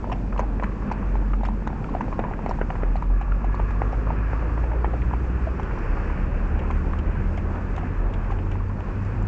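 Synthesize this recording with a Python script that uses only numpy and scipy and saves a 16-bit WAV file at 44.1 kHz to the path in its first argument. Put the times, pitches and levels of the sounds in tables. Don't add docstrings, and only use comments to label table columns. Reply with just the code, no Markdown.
import sys
import numpy as np
from scipy import signal
from scipy.fft import rfft, irfft, next_fast_len
from scipy.io import wavfile
from scipy.ndimage import uniform_filter1d

SR = 44100
rng = np.random.default_rng(int(sys.argv[2]) if len(sys.argv) > 2 else 0)


def ratio_of_db(decibels):
    return 10 ** (np.asarray(decibels, float) / 20)


def output_pcm(signal):
    pcm = np.clip(np.atleast_2d(signal).T, -1, 1) * 32767
    wavfile.write(sys.argv[1], SR, np.round(pcm).astype(np.int16))


N = 408807
TIME = np.arange(N) / SR


def in_time(rows):
    s, *columns = np.transpose(rows)
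    return [np.interp(TIME, s, c) for c in columns]


def band(x, low_hz, high_hz, order=2):
    return signal.sosfilt(signal.butter(order, [low_hz, high_hz], "band", fs=SR, output="sos"), x)


def steep_low(x, edge_hz):
    return signal.sosfilt(signal.butter(9, edge_hz, fs=SR, output="sos"), x)


def peak_one(rows):
    return rows / np.max(np.abs(rows), axis=1, keepdims=True)


def drift(rate_hz):
    hop = 100
    r = np.exp(-2 * np.pi * rate_hz * hop / SR)
    white = rng.standard_normal(N // hop + 1002)
    slow = signal.lfilter([1], [1, -2 * r, r * r], white)[1000:]
    return np.interp(np.arange(N) / hop, np.arange(len(slow)), slow / slow.std())


def place(times_s, rows):
    out = np.zeros(N + rows.shape[1])
    for s, row in zip(times_s, rows):
        out[round(s * SR):][:len(row)] += row
    return out[:N]


def ring(x, hz, t60_s):
    r = ratio_of_db(-60 / (t60_s * SR))
    w = 2 * np.pi * hz / SR
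    return signal.lfilter([0, np.sin(w)], [1, -2 * r * np.cos(w), r * r], x)


def ragged(count, t60_s):
    t = np.arange(round(.08 * SR)) / SR
    luck = np.array([rng.standard_normal((2, len(t))) for _ in range(count)])
    clumps = uniform_filter1d(luck[:, 1], size=60, axis=1) * np.sqrt(60)
    return luck[:, 0] * ratio_of_db(6.7 * clumps) * np.exp(-np.log(1000) * t / t60_s)


def coloured_noise(spectrum, patchy_db):
    size = next_fast_len(N)
    hz = np.fft.rfftfreq(size, 1 / SR)[1:]
    at_hz, level_db = np.transpose(spectrum)
    shape = ratio_of_db(np.interp(np.log(hz), np.log(at_hz), level_db, left=-90, right=-90))
    white = rfft(rng.standard_normal(size))[1:] * shape
    octave = np.log2(hz / at_hz[0])
    out = 0
    for centre in np.arange(0, np.log2(at_hz[-1] / at_hz[0]) + 1):
        part = np.cos(np.pi / 2 * np.clip(octave - centre, -1, 1)) ** 2
        out = out + irfft(np.append(0, white * part), size)[:N] * ratio_of_db(patchy_db * drift(6))
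    return out / out.std()


def traffic():
    # frequency in Hz, level in dB per Hz
    rumble = [(13, -32.5), (22, -9), (38, 0.5), (59, -1.5), (97, -3.5), (215, -9.5), (400, -19), (520, -49),
              (880, -120)]
    drone = [(180, -11), (300, 1.5), (512, 2), (650, -3.5), (939, -3), (1400, -16), (1820, -52.5),
             (3080, -120)]
    tyres = [(650, -16.5), (1100, 2), (1660, 0.5), (2100, -8), (2570, -7), (3050, -20), (3960, -51),
             (6710, -120)]
    hiss = [(2900, 1), (3400, 0.5), (3900, -3), (4400, -1.4), (5500, -3), (6600, -5), (7600, -6), (8300, 8),
            (8800, -6.5)]
    # steady level in dB, share of the passing roar in dB, patchiness in dB
    layers = [
        (-30.5, -8.5, 1.1),
        (-40.5, 0.5, 1.96),
        (-53, 0.5, 1.04),
        (-64, -29, 1.07),
    ]
    # time abreast in s, time to draw half away in s, tyre roar in dB
    passes = [
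        (0.952, 0.23, -46),
        (2.2, 0.57, -50.5),
        (4.3, 0.33, -44.5),
        (5.95, 0.41, -41),
        (7.601, 1.1, -45.5),
        (9.05, 0.18, -48.5),
    ]
    # centre in s, half length in s, depth in dB
    dips = [
        (1.45, 0.19, -2),
        (3.202, 0.29, -3.5),
        (8.693, 0.13, -2.5),
    ]
    roar = sum(ratio_of_db(db) ** 2 / (1 + ((TIME - s) / half_s) ** 2) for s, half_s, db in passes)
    dip_gain = ratio_of_db(sum(db * np.exp(-((TIME - s) / half_s) ** 2) for s, half_s, db in dips))
    out = 0
    for colour, (steady_db, share_db, patchy_db) in zip((rumble, drone, tyres, hiss), layers):
        level = np.sqrt(ratio_of_db(steady_db) ** 2 + ratio_of_db(share_db) ** 2 * roar)
        out = out + level * coloured_noise(colour, patchy_db)
    return dip_gain * out


def near_car():
    # frequency in Hz, level in dB per Hz
    fan_spectrum = [(950, -13.5), (1150, 0), (1350, -8), (1550, -14.5), (1680, -4), (1850, -19.5),
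                    (2500, -15.5), (2900, -26)]
    spray_spectrum = [(4000, -22), (4400, 1.5), (5500, -0.5), (6500, -13)]
    # time abreast in s, half length in s, fan in dB, spray in dB
    abreast = [
        (3.647, 0.57, -44, -88),
        (4.355, 0.35, -46, -74),
        (5.897, 0.3, -60, -70.5),
        (9.0, 0.3, -63, -77),
    ]
    s, half_s, fan_db, spray_db = np.transpose(abreast)[:, :, None]
    close = np.exp(-((TIME - s) / half_s) ** 2)
    fan = np.sqrt(np.sum(ratio_of_db(fan_db) ** 2 * close, axis=0))
    spray = np.sqrt(np.sum(ratio_of_db(spray_db) ** 2 * close, axis=0))
    return fan * coloured_noise(fan_spectrum, patchy_db=3.0) + spray * coloured_noise(spray_spectrum, patchy_db=0.0)


def bumps():
    # time in s, peak in dB, pitch in Hz, t60 in s
    seams = [
        (7.171, -21.5, 123.5, 0.18),
    ]
    s, peak_db, hz, t60_s = np.transpose(seams)[:, :, None]
    t = np.arange(round(.3 * SR)) / SR
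    modes = np.sin(2 * np.pi * hz * t) + 0.7 * np.sin(2 * np.pi * 1.1 * hz * t)
    knock = modes * (1 - np.exp(-t / .012)) * np.exp(-np.log(1000) * t / t60_s)
    return place(s[:, 0], ratio_of_db(peak_db) * peak_one(knock))


def engine(rows, orders, wobble_db):
    hz, level_db, *load_db = in_time(rows)
    phase = 2 * np.pi * np.cumsum(hz * (1 + 0.002934 * drift(4.42))) / SR
    fade_in = np.clip((TIME - rows[0][0]) / 0.046, 0, 1)
    fade_out = np.clip((rows[-1][0] + 0.056 - TIME) / 0.054, 0, 1)
    tones = 0
    for k, db in orders:
        lift_db = (k > 1) * sum(load_db)
        order_db = level_db + db + lift_db + wobble_db * np.sqrt(k) * drift(10.0)
        tones = tones + ratio_of_db(order_db) * np.sin(k * phase + k)
    return np.sqrt(2) * fade_in * fade_out * tones


def lorry():
    # time in s, gear whine in Hz, level in dB
    easing = [
        (0, 202.5, -40.5),
        (.5, 198.2, -39),
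        (.9, 189.9, -33),
        (1.15, 191.4, -41),
        (1.4, 194.7, -39.5),
        (1.8, 199, -37.5),
        (2.2, 202.2, -38),
        (2.7, 196.3, -43.5),
    ]
    # multiple of the whine, level in dB
    gears = [(1, -7), (1.085, -3)]
    # frequency in Hz, level in dB per Hz
    boom = [(160, -31), (190, 4.5), (215, 4), (260, 0.5), (310, 1.5)]
    whine = engine(easing, gears, wobble_db=3.5)
    passing = np.clip((easing[-1][0] + 0.39 - TIME) / 0.33, 0, 1)
    return whine + passing * ratio_of_db(in_time(easing)[1]) * coloured_noise(boom, patchy_db=-3.0)


def cars():
    # time in s, firing rate in Hz, level in dB, load lift of the upper orders in dB
    pulling = [(2.7, 41.3, -35, -11), (3.05, 44.6, -20.5, -7.5), (3.7, 49.15, -23.5, 2.5),
               (4.3, 53.16, -24, 1.5), (4.8, 57.12, -22.5, -6), (5.2, 60.3, -25, 2.5), (5.5, 62.8, -24, -9),
               (5.66, 65, -39, -2), (6.05, 68.6, -29.5, -9.5), (6.43, 72.4, -34.5, -10),
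               (6.52, 73.2, -25.5, -17), (7.4, 82, -30.5, -9.5), (8.0, 88.84, -31.5, -13),
               (8.32, 91.3, -31, -11), (8.55, 93.25, -25.5, -3.5), (8.82, 96.2, -34, -4),
               (9.05, 98.3, -30.5, -3), (9.27, 100.9, -25.5, -7)]
    creeping = [(1.6, 36.75, -41, 1), (1.95, 37.9, -33, 2), (2.6, 39.58, -28, -3.5),
                (3.1, 40.46, -24.5, -9.5), (4.2, 41.9, -38, -2), (5, 45.1, -33.5, -0.5),
                (5.45, 48.07, -31.5, -1.5), (6.1, 45.63, -31.5, -0.5), (6.6, 46.15, -31, 4.5),
                (7.1, 47.73, -34, 4.5), (7.7, 50.3, -29.5, 1), (8.2, 50.72, -40, 0),
                (9.27, 50.24, -36.5, 8.5)]
    # time in s, firing rate in Hz, level in dB
    slowing = [
        (0.0, 47.35, -31.5),
        (0.35, 46.34, -24.5),
        (0.95, 46.72, -31),
        (1.1, 46.4, -21),
        (1.5, 45.85, -22),
        (1.7, 44.84, -35.5),
        (1.95, 44.9, -33.5),
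        (2.25, 44.2, -44),
    ]
    idling = [
        (4.6, 38.5, -34),
        (5.2, 37.91, -43),
        (5.5, 36.48, -41),
        (5.9, 35.6, -28.5),
        (6.36, 36.83, -28.5),
        (7.42, 38.27, -31.5),
        (7.98, 39.03, -26.5),
        (8.7, 39.88, -31),
        (9.27, 41.5, -30.5),
    ]
    # multiple of the firing rate, level in dB
    pulling_orders = [(1, 0), (2, -14), (3, -21.5), (5, -23)]
    creeping_orders = [(1, 0), (2, -14.5), (4, -11.5), (5, -17.5), (7, -22)]
    out = engine(pulling, pulling_orders, wobble_db=0.6)
    out += engine(slowing, [(1, 0)], wobble_db=0.3)
    out += engine(creeping, creeping_orders, wobble_db=-0.65)
    out += engine(idling, [(1, 0.5), (2, -15.5)], wobble_db=3.3)
    return out


def street(x):
    # delay in s, level in dB
    echoes = [(.0035, -24), (.007, -28), (.017, -21), (.031, -22), (.052, -27), (.083, -25)]
    tail = np.zeros(round(.12 * SR))
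    for delay_s, db in echoes:
        smear = rng.standard_normal(90) * np.hanning(90)
        tail[round(delay_s * SR):][:90] += ratio_of_db(db - 4.0) * smear
    return signal.fftconvolve(x, band(tail, 210, 2800))[:N]


def grit():
    # time in s, peak in dB, shoe ring in Hz, lower edge in dB
    scrapes = [(0.098, -54, 4470, 8), (0.1186, -45, 5600, 18.5), (0.128, -53, 5540, 6),
               (0.18, -56, 3650, 4), (0.377, -47, 4300, 10), (0.392, -40, 6440, -14),
               (0.403, -51, 4280, 9), (0.6338, -41.5, 4250, 6), (0.643, -54, 7000, 8),
               (0.914, -46, 5800, -6), (0.921, -45, 4700, 3), (1.1596, -50.5, 3870, -2.5),
               (1.435, -48, 3610, 6), (1.4504, -45, 5310, 4), (1.454, -44, 2570, 10.5),
               (1.4645, -45, 2450, 4), (1.472, -63, 4500, 6), (1.481, -50, 3930, -10),
               (1.673, -43, 3700, -10), (1.84, -55, 4500, 18), (1.8951, -54, 3920, 5),
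               (1.947, -53, 4380, -4), (2.0066, -52, 6100, 0), (2.192, -44, 3687, -14),
               (2.4593, -49, 4270, -5.5), (2.4915, -42.5, 5530, -13), (2.509, -49, 4220, -7),
               (2.705, -49, 4536, -3), (2.957, -48.5, 4200, -1), (3.023, -48, 3564, -4),
               (3.211, -51, 3850, 10), (3.445, -52.5, 4050, 6), (3.546, -48.5, 4400, -7),
               (3.7065, -52, 3646, 3), (3.9237, -51, 5530, 7), (5.016, -62, 3820, 27),
               (5.2473, -58, 3100, 11), (5.5952, -55, 5900, 1), (5.6303, -46.5, 3200, 5),
                   (5.786, -51, 5906, 4), (6.5906, -50, 3050, 12), (6.7084, -44, 3100, 9),
                   (6.926, -53, 2950, 13), (6.987, -46, 2940, 7), (7.151, -57, 3300, 9),
                   (7.373, -42, 3110, 0), (7.55, -56, 3100, 9), (7.763, -44, 3370, 7),
                   (7.779, -48, 3212, 3), (8.1369, -44.5, 3314, 5), (8.244, -57, 4200, 12),
                   (8.308, -50, 3400, 6), (8.317, -54, 4500, 11), (8.3869, -62, 2900, 18),
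                   (8.514, -48, 3020, 11), (8.684, -55, 4600, -2), (8.802, -49, 3138, 8),
                   (9.023, -57, 6200, -3), (9.048, -52, 7225, -2), (9.2262, -53, 7340, -11)]
    s, peak_db, hz, lower_db = np.transpose(scrapes)[:, :, None]
    grains = ragged(len(s), t60_s=.038)
    t = np.arange(grains.shape[1]) / SR
    grains = grains * (1 - np.exp(-t / .0008))
    shoe = np.array([ring(row, f, t60_s=.007) for row, f in zip(grains, hz[:, 0])])
    bright = peak_one(peak_one(band(grains, 3900, 7800)) + ratio_of_db(3.0) * peak_one(shoe))
    first_tick = peak_one(band(grains * np.exp(-t / 0.0013), 3300, 8300))
    bright += ratio_of_db(-5) * first_tick
    lower = peak_one(steep_low(band(grains, 1500, 5700), 2830))
    return place(s[:, 0], ratio_of_db(peak_db + 0.5) * (bright + ratio_of_db(lower_db + 2.0) * lower))


def hooves():
    # time in s, peak in dB,
    # hollow pitch in Hz, clack in dB re peak
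    heel_falls = [(.041, -17, 880, -27), (.361, -20, 1045, -26), (0.403, -18, 940, -22),
                  (.624, -15.5, 990, -20), (0.821, -23.5, 1070, -25), (0.9, -28, 1060, -23),
                  (1.409, -21.5, 850, -24), (1.621, -25.5, 920, -27), (1.701, -23, 890, -20),
                  (2.125, -20.5, 1050, -9), (2.238, -17.5, 1030, -12), (2.311, -17.5, 744, -38),
                  (2.39, -18.5, 880, -24), (2.832, -17, 440, -9.5), (4.07, -20.5, 1120, -27),
                  (4.575, -20.5, 930, -9), (4.637, -21, 820, -10), (5.11, -23, 990, -30),
                  (6.634, -23, 910, -23), (8.303, -22, 1073, -27)]
    flat_falls = [(0.097, -20, 965, -27), (1.224, -24, 866, -23), (1.333, -22, 1230, -3.5),
                  (1.486, -16, 920, -37), (1.728, -24, 757, -9), (1.888, -24.5, 1070, -30),
                  (2.492, -14, 660, -35), (2.51, -11, 930, -36), (2.587, -18, 860, -22),
                  (2.955, -15, 721, -26), (3.212, -19.5, 755, -21), (3.279, -26.5, 900, -23),
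                  (3.543, -16, 990, -29), (3.706, -22, 825, -9), (4.423, -22.5, 606, -7),
                  (4.717, -20.5, 875, -12), (6.674, -27, 1010, -5), (7.376, -21.5, 694.8, -8),
                  (8.319, -19.5, 779.6, -11), (8.604, -25.5, 1099, -28), (8.804, -25, 886, -14),
                  (8.91, -27, 822, -11)]
    cupped_falls = [(.121, -15, 706, -23), (.392, -10, 954, -18), (.394, -13.5, 582, -36),
                    (.432, -19.5, 810, -33), (.596, -24.5, 696, -1.5), (1.153, -17.5, 864, -10),
                    (1.433, -15.5, 748.4, -18), (1.949, -12, 717, -38), (2.248, -18, 965, -32),
                    (2.702, -14.5, 750, -10), (2.753, -19.5, 960, -11), (3.022, -16, 950, -18),
                    (3.319, -23.5, 1360, -10), (3.443, -16.5, 745, -20), (5.596, -17, 854, -13),
                    (5.773, -21, 1000, -15), (6.099, -24, 970, -12), (6.174, -21, 634, -8),
                    (6.933, -21, 1110, -9), (7.151, -25, 1021, -5), (9.22, -23.5, 920, -20)]
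    toes = [(.115, -18, 1006, -14), (.127, -20, 770, -22), (.324, -28, 1260, -1), (0.376, -30, 930, -4),
            (.646, -29.5, 905, -34), (1.449, -27.5, 1220, 1.5), (1.938, -25, 970, -22),
            (2.282, -23, 915, -26), (2.334, -32, 1470, 5), (2.611, -20.5, 1486, -8), (.479, -41, 965, -19),
            (0.664, -29, 1130, -8), (.718, -31, 1130, -10), (1.026, -27, 1045, -11), (2.08, -29, 810, -5),
            (2.821, -27.5, 1252, -3.5), (7.555, -28.5, 981.8, 0.5), (8.13, -28, 950, -14),
            (8.385, -33, 1250, 7.5), (8.553, -26.5, 953, -9)]
    # thud in dB re peak, ring t60 in s
    landings = [
        (-5, .015),
        (-13, .016),
        (-17, .017),
        (-21, .02),
    ]
    # time in s, peak in dB, hollow pitch in Hz, clack in dB re peak,
    # ring t60 in s
    hard_falls = [(0.629, -27, 1100, -11, 0.013), (0.6342, -17, 990, -7, .011),
                  (0.639, -24, 1220, 3.5, 0.0081), (0.9134, -12, 886, -12.5, 0.016),
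                  (.9197, -27, 985, -8, 0.013), (1.668, -22, 1148, -18, 0.01),
                  (1.6733, -10, 850, -17, 0.0079), (2.007, -11.5, 914, -13.5, .017),
                  (2.1912, -8, 711, -21, 0.011), (2.4615, -8.5, 736, -32, 0.0089),
                  (2.469, -24, 786, -19, .012), (2.6135, -10, 530, -15.5, 0.0054),
                  (3.595, -18, 780, -22, 0.013), (3.5995, -11.5, 780, -31, 0.0064),
                  (3.818, -7.5, 770, -16, 0.0053), (3.9275, -18.5, 780, -26, 0.023),
                  (4.102, -12.5, 910, -34, 0.023), (4.332, -14, 795, -22, 0.0074),
                  (4.3383, -27, 1270, -13, 0.0091), (4.8443, -7.5, 803, -18, 0.008),
                  (4.849, -24, 804, -15, 0.011), (5.130, -23, 955, -11, 0.018),
                  (5.136, -12, 840, -34, 0.0074), (6.7022, -15, 1010, -25, 0.012),
                  (6.708, -30, 1099, 3, 0.0065), (7.7772, -22, 903, -12, 0.0082),
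                  (7.7799, -17, 790, -21, 0.0086), (5.24, -30, 790, -17, 0.015),
                  (5.4688, -17.5, 650, -30, 0.033), (5.654, -31, 890, -14, .018),
                  (5.709, -27, 921, -5, 0.01), (4.9355, -17.5, 690, -28, 0.019),
                  (7.83, -24.5, 730, -13, 0.029), (8.683, -41, 846, -10, 0.024),
                  (8.695, -30, 1002, -8, 0.026), (8.884, -27, 760, -14, 0.018),
                  (.415, -26, 850, -13, 0.026), (0.759, -39, 1100, -12, 0.022),
                  (.842, -38, 1110, -14, .025), (.955, -38, 1310, -11, .04)]
    # time in s, peak in dB, hollow pitch in Hz
    faint_taps = [(0.057, -29, 900), (.072, -27, 620), (.136, -31, 710), (.157, -31, 800), (.457, -34, 900),
                  (.676, -30, 1110), (1.304, -32, 1150), (1.47, -28, 704), (1.502, -32, 950),
                  (1.518, -33, 850), (1.535, -32, 1060), (1.76, -33, 800), (1.842, -26, 1350),
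                  (1.966, -26, 700), (2.135, -27, 1050), (2.182, -27, 940), (2.204, -25, 700),
                  (2.326, -28, 900), (2.401, -29, 900), (2.801, -27, 970), (2.866, -36, 850), (3.1, -28, 830),
                  (3.416, -28, 1010), (3.496, -30, 970), (3.688, -31, 1052), (8.301, -29, 450),
                  (8.917, -35, 880)]
    hard_thud_db = -11.5
    tap_clack_db, tap_thud_db, tap_t60_s = -19.5, -25, 0.019

    blows = []
    for rows, how in zip((heel_falls, flat_falls, cupped_falls, toes), landings):
        blows += [row + how for row in rows]
    blows += [row[:4] + (hard_thud_db, row[4]) for row in hard_falls]
    blows += [row + (tap_clack_db, tap_thud_db, tap_t60_s) for row in faint_taps]
    s, peak_db, hz, clack_db, thud_db, t60_s = np.transpose(blows)[:, :, None]

    t = np.arange(round(.08 * SR)) / SR
    luck = np.array([rng.standard_normal(len(t) + 2) for _ in s])
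    swell = (1 - np.exp(-t / (0.072 * t60_s))) ** 2
    decay = np.exp(-np.log(1000) * t / np.clip(t60_s, .006, .09))
    spread = 1.142 + 0.17 * luck[:, :1]
    hollow = np.sin(2 * np.pi * hz * t)
    above = ratio_of_db(-16.5) * np.sin(2 * np.pi * hz * spread * t)
    below = ratio_of_db(-8 + 2.5 * luck[:, 1:2]) * np.sin(2 * np.pi * hz / spread * t)
    clop = peak_one(-(hollow + above + below) * swell * decay)
    thud = peak_one(-np.sin(2 * np.pi * 480 * t) * swell * np.exp(-t / 0.0016))
    burst = luck[:, 2:] * (1 - np.exp(-t / .0012)) ** 2 * np.exp(-t / .0025)
    clack = peak_one(band(burst, 560, 1900))
    drag = ratio_of_db(-14) * peak_one(band(ragged(len(s), t60_s=0.11), 500, 2000))
    blow = clop + drag + ratio_of_db(thud_db + 1.0) * thud + ratio_of_db(clack_db + 4.5) * clack
    return steep_low(place(s[:, 0], ratio_of_db(peak_db - 4.0) * blow), 2820)


def scene():
    steps = hooves() + grit()
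    echoes = ratio_of_db(-7) * street(steps)
    return (steps + echoes + cars() + lorry() + bumps() + near_car() + traffic())[None]


def roll_off(x):
    return signal.sosfilt(signal.butter(12, 8850, fs=SR, output="sos"), x)


def record(dry):
    sos = signal.cheby2(12, 60, 8850, fs=SR, output="sos")
    settled = signal.sosfilt_zi(sos) * dry[0, 0]
    cut = signal.sosfilt(sos, dry[0], zi=settled)[0][None]
    return roll_off(cut + .0053)


dry = scene()
out = record(dry)
output_pcm(out)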